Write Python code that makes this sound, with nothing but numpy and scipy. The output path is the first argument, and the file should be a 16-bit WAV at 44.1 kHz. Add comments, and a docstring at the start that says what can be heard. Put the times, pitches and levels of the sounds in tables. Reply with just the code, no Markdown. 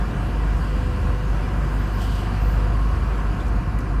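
"""Highway cruise, inside the car

The engine's firing booms in the cabin, the tyres rumble through the body and roar through
the glass, their tread sings, and air hisses over the windscreen. Rough patches of road set
the body droning in soft thuds. Later come a thin sizzle, a brief swish, a faint whistle and
a few ticks of plastic trim. Engine and thuds are wavering sines; the rest is shaped noise."""
import sys
import numpy as np
from scipy import signal
from scipy.fft import rfft, irfft, next_fast_len
from scipy.io import wavfile
from scipy.ndimage import uniform_filter1d, map_coordinates

SR = 44100
rng = np.random.default_rng(int(sys.argv[2]) if len(sys.argv) > 2 else 0)


def persist_wave(psi):
    """Save psi, clipped to +-1, as 16-bit WAV."""
    counts = np.round(np.clip(psi, -1, 1) * 32767).astype(np.int16)
    wavfile.write(sys.argv[1], SR, np.atleast_2d(counts).T)


N = 176400
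T = np.arange(N) / SR


def amp(db):
    """Decibels to gain."""
    return 10 ** (np.asarray(db) / 20)


def unit(x):
    """Scale to rms 1."""
    return x / np.sqrt(np.mean(x ** 2) + 1e-20)


def eq_db(points, hz):
    """Read an EQ curve of (freq_hz, gain_db) points on a log frequency axis."""
    freq_hz, gain_db = np.transpose(points)
    return np.interp(np.log(hz + 1), np.log(freq_hz + 1), gain_db)


def curve(points):
    """An automation line through (time_s, value) points, one value per sample."""
    return np.interp(T, *np.transpose(points))


def wobble(rate_hz):
    """A smooth random drift through rate_hz knots a second."""
    knots = rng.standard_normal(int(N * rate_hz / SR) + 4)
    return map_coordinates(knots, [T * rate_hz])


def swells(rows, edge_s):
    """An envelope of (start_s, length_s, level_db) swells, each fading in and out over edge_s."""
    return sum(amp(db) * np.clip(np.minimum(T - start, start + length - T) / edge_s + .5, 0, 1)
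               for start, length, db in rows)


def filtered(x, response):
    """Filter x by a gain given as a function of frequency."""
    size = next_fast_len(N + SR // 2)
    hz = np.fft.rfftfreq(size, 1 / SR)
    return irfft(rfft(x, size) * response(hz), size)[:N]


def noise(colour_db, patchy_db=0):
    """Coloured noise of rms 1, with patches of gain drifting over time and frequency."""
    spectrum = signal.stft(rng.standard_normal(N), nperseg=512)[2]
    patches = uniform_filter1d(rng.standard_normal(spectrum.shape), size=7, axis=0)
    patches = unit(uniform_filter1d(patches, size=14, axis=1))
    mottled = signal.istft(spectrum * amp(patchy_db * patches), nperseg=512)[1][:N]
    return unit(filtered(mottled, lambda hz: amp(colour_db(hz))))


def band(centre_hz, width_hz):
    """A noise band of rms 1, width_hz wide at 6 dB down."""
    return noise(lambda hz: -20 * np.log10(1 + (2 * (hz - centre_hz) / width_hz) ** 2))


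# Engine firing rate: time_s, pitch_hz
FIRING_RATE = [(0, 51.8), (.25, 50.35), (.9, 49.43), (1.6, 49.64), (2.3, 49.9), (2.7, 50.79), (3.1, 51.6),
               (3.35, 49.26), (3.6, 50.9), (4, 50)]
# Level ride of the cabin boom: time_s, level_db
BOOM_LEVEL = [(0, -22), (.09, -28.5), (.26, -22.5), (.36, -22.5), (.5, -20), (.7, -24.5), (.77, -19.5),
              (.92, -25), (1.15, -20), (1.24, -22.5), (1.39, -20), (1.47, -29.5), (1.58, -21.5),
              (1.82, -21.5), (2.04, -24), (2.12, -21.5), (2.37, -24.5), (2.46, -16.5), (2.68, -20),
              (2.86, -19), (3.15, -22), (3.23, -25.5), (3.3, -19.5), (3.43, -30), (3.48, -20.5),
              (3.59, -21.5), (3.65, -33), (3.76, -22), (3.82, -29.5), (4, -18.5)]
# Overtone balance: firing_multiple, gain_db
OVERTONES = [(2, 0.5), (3, -12.5), (5, -15.5), (6, -25)]
# Level ride of the overtones together: time_s, level_db
OVERTONE_LEVEL = [(0, -44), (.45, -37), (.8, -32.5), (1.25, -34), (2.5, -32.5), (3, -30.5), (3.12, -42),
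                  (3.3, -34.5), (4, -35)]

def engine(flutter_db=.9, wander_db=1.5):
    """The firing rate booms in the cabin; its overtones waver above it in level and phase."""
    phase = 2 * np.pi * np.cumsum(curve(FIRING_RATE)) / SR
    boom = amp(curve(BOOM_LEVEL) + flutter_db * wobble(12)) * np.sin(phase)
    overtones = np.zeros(N)
    for multiple, gain_db in OVERTONES:
        gain = amp(gain_db + wander_db * wobble(5.91))
        overtones += gain * np.sin(multiple * phase + .63 * wobble(2.02))
    return np.sqrt(2) * (boom + amp(curve(OVERTONE_LEVEL)) * overtones)


# Bass-heavy tone of the tyres through the body: freq_hz, gain_db
RUMBLE_EQ = [(12, -44), (26, -25), (35, -9), (42, 0), (58, -5.5), (73, 3.5), (88, -6), (110, -6),
             (128, -2.5), (152, -6), (180, -8.5), (260, -13.5), (400, -20.5), (600, -33.5), (1500, -69)]

def tyre_rumble(level_db=-26.5):
    """The tyres rumble through the body as a near-steady low bed."""
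    return amp(level_db + .18 * wobble(10.88)) * noise(lambda hz: eq_db(RUMBLE_EQ, hz))


# Midrange tone of the tyres through the glass: freq_hz, gain_db
ROAR_EQ = [(150, -38), (260, -6.5), (370, -1), (450, -1), (640, -6), (830, -4), (1060, -0.5), (1300, -1.5),
           (1620, -4), (1850, -8.5), (2100, -14.5), (2300, -12), (3600, -41), (6000, -57)]
# Cabin resonances: centre_hz, width_hz, boost_db
CABIN_RESONANCES = [(395, 44, 4), (484, 14, 5.5), (582, 19, 6.5), (709, 134, 5.5), (914, 74, 2.5),
                    (1027, 72, 2), (1617, 63, 1.5)]
# Level ride of the roar: time_s, level_db
ROAR_LEVEL = [(0, -35), (.7, -37), (1.8, -35.5), (2.8, -35.5), (4, -36.5)]

def tyre_roar():
    """The tyres roar through the glass and excite the cabin's resonances."""
    def colour_db(hz):
        peaks_db = sum(boost_db / (1 + (2 * (hz - centre_hz) / width_hz) ** 2)
                       for centre_hz, width_hz, boost_db in CABIN_RESONANCES)
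        return eq_db(ROAR_EQ, hz) + peaks_db
    return amp(curve(ROAR_LEVEL) + .8 * wobble(14)) * noise(colour_db, patchy_db=.24)


# Level ride of the singing tread: time_s, level_db
TREAD_LEVEL = [(0, -58), (1.1, -42.5), (1.3, -55), (2, -49), (2.55, -59), (2.78, -42), (3.1, -43.5),
               (3.5, -50), (3.8, -45), (4, -42)]

def tread_song(lower_hz=1073, upper_hz=1314, width_hz=120, upper_db=-11):
    """The tread sings in two narrow bands, rising and falling with the road surface."""
    song = band(lower_hz, width_hz) + amp(upper_db) * band(upper_hz, width_hz)
    return amp(curve(TREAD_LEVEL) + .67 * wobble(6.4)) * song


# Bright tone of air on the windscreen: freq_hz, gain_db
HISS_EQ = [(800, -8), (1900, 5), (2150, -0.5), (2450, 2.5), (2800, 2.5), (3200, -1), (3650, -5.5),
           (3950, -3), (4300, -3.5), (4750, -2), (5600, -8.5), (8000, -11), (9700, -13.5), (10500, -14),
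           (11800, -16.5), (14000, -18.5)]
# Level ride of the hiss: time_s, level_db
HISS_LEVEL = [(0, -48), (.4, -47), (1.8, -47), (2.4, -47), (3, -48), (3.45, -49), (3.7, -51), (4, -51.5)]

def windscreen_hiss():
    """Air streams over the windscreen in a smooth hiss."""
    gain = amp(curve(HISS_LEVEL) + .22 * wobble(11))
    return gain * noise(lambda hz: eq_db(HISS_EQ, hz), patchy_db=1.55)


# Level and sweep of the rushing air: time_s, level_db, centre_hz
RUSH_SWEEP = [(0, -53, 2750), (1.5, -53.5, 2750), (1.92, -56.5, 2843), (2.01, -47, 3050), (2.2, -47, 2950),
              (2.319, -51, 2750), (2.7, -53, 2713), (3.4, -54, 2655), (3.6, -54, 2580), (4, -60, 2630)]

def air_rush(width_hz=720):
    """A focused rush of air swells, sinks in pitch and dies away."""
    level_db = curve([(s, db) for s, db, hz in RUSH_SWEEP])
    centre_hz = curve([(s, hz) for s, db, hz in RUSH_SWEEP])
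    phase = 2 * np.pi * np.cumsum(centre_hz) / SR
    # Two low noises, shifted up into one band around the moving centre.
    rush = band(0, width_hz) * np.cos(phase) + band(0, width_hz) * np.sin(phase)
    return amp(level_db + .73 * wobble(14)) * rush


# Level ride of the hum: time_s, level_db
HUM_LEVEL = [(0, -52), (1.2, -45.5), (1.6, -51), (2.5, -43), (2.9, -63), (4, -49)]

def cabin_hum():
    """A faint hum in the cabin: noise so narrow that it becomes a wavering tone."""
    return amp(curve(HUM_LEVEL)) * band(centre_hz=499, width_hz=4.8)


# Rough patches of road: start_s, length_s, level_db, pitch_hz
ROUGH_PATCHES = [(0.517, 0.14, -29.5, 68.3), (0.723, 0.41, -26, 75.5), (2.89, 0.16, -27, 74.2),
                 (3.424, 0.135, -26, 68.6)]

def road_thuds():
    """Each rough patch sets the body droning briefly on one low, slightly unsteady note."""
    out = np.zeros(N)
    for start_s, length_s, level_db, pitch_hz in ROUGH_PATCHES:
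        drone = np.sqrt(2) * np.sin(2 * np.pi * pitch_hz * T + .5 * wobble(12))
        out += swells([(start_s, length_s, level_db)], edge_s=.03) * drone
    return out


# Wisps of top-end hiss: start_s, length_s, level_db, centre_hz, width_hz
SIZZLES = [(1.7, .19, -64, 13860, 160), (1.93, .14, -60, 13760, 450), (2.407, .15, -57, 13620, 748.5)]

def sizzle():
    """A thin, very high hiss comes and goes."""
    return sum(swells([(start_s, length_s, level_db)], edge_s=.06) * band(centre_hz, width_hz)
               for start_s, length_s, level_db, centre_hz, width_hz in SIZZLES)


# Head and tail of the swish: start_s, length_s, level_db
SWISH_SWELLS = [(1.995, 0.069, -44), (2.085, 0.15, -48.5)]
# Bright tone of the swish: freq_hz, gain_db
SWISH_EQ = [(900, -31), (2200, -8), (3000, 3), (3800, 1.5), (4700, 5.5), (6200, -1.5), (8500, -1),
            (10500, -9.5), (14000, -4)]

def swish(grain_db=1.1):
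    """Two overlapping swells of noise make one soft, slightly grainy swish."""
    envelope = swells(SWISH_SWELLS, edge_s=.079) * amp(grain_db * wobble(120))
    return envelope * noise(lambda hz: eq_db(SWISH_EQ, hz))


# Faint whistles: start_s, length_s, level_db
WHISTLES = [(3.3, 0.14, -66), (3.53, 0.1, -65)]

def whistle():
    """A narrow band of noise whistles twice, thin and high."""
    return swells(WHISTLES, edge_s=.04) * band(centre_hz=6713, width_hz=170)


# Ticks of the trim: start_s, level_db, centre_hz, half_width_octaves, t60_s
TRIM_TICKS = [(3.398, -40.5, 3450, 0.14, 0.08), (3.404, -51, 5500, .8, 0.057), (3.466, -46, 5150, .7, .05),
              (3.478, -48, 6000, .9, 0.068), (3.786, -40, 6500, 1.2, 0.039),
              (3.803, -46, 5000, 0.42, 0.067)]

def trim_ticks(attack_s=.0018):
    """Plastic trim ticks: each is a fast-decaying noise burst in one broad resonance."""
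    out = np.zeros(N)
    for start_s, level_db, centre_hz, octaves, t60_s in TRIM_TICKS:
        age_s = np.maximum(T - start_s, 0)
        envelope = amp(level_db - 60 * age_s / t60_s) * (1 - np.exp(-age_s / attack_s))
        ring = noise(lambda hz: -20 * np.log10(1 + (np.log2((hz + 1) / centre_hz) / octaves) ** 2))
        out += envelope * ring
    return out


# Early reflections, inverted where the gain is negative: delay_s, gain
REFLECTIONS = [(.002265, -.11), (.00296, .08), (.00412, .09), (.00485, -.09), (.00561, .11), (.00673, .07)]

def cabin_reflections(x):
    """Glass and dashboard add short echoes that comb-filter the sound."""
    def comb(hz):
        return 1 + sum(gain * np.exp(-2j * np.pi * hz * delay_s) for delay_s, gain in REFLECTIONS)
    return filtered(x, comb)


def scene():
    """The mono mix at the dashboard; tyre noise, air and swish also bounce around the cabin."""
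    boom = engine()
    road = tyre_rumble() + road_thuds() + tyre_roar()
    air = windscreen_hiss() + air_rush()
    reflected = cabin_reflections(road + air + swish())
    details = tread_song() + cabin_hum() + whistle() + sizzle() + trim_ticks()
    return (boom + reflected + details)[None]


def record(dry):
    """The phone's band limit: a brick-wall cut of the highest treble."""
    cutoff_hz = 13950
    return np.array([filtered(x, lambda hz: hz < cutoff_hz) for x in dry])


dry = scene()
out = record(dry)
persist_wave(out)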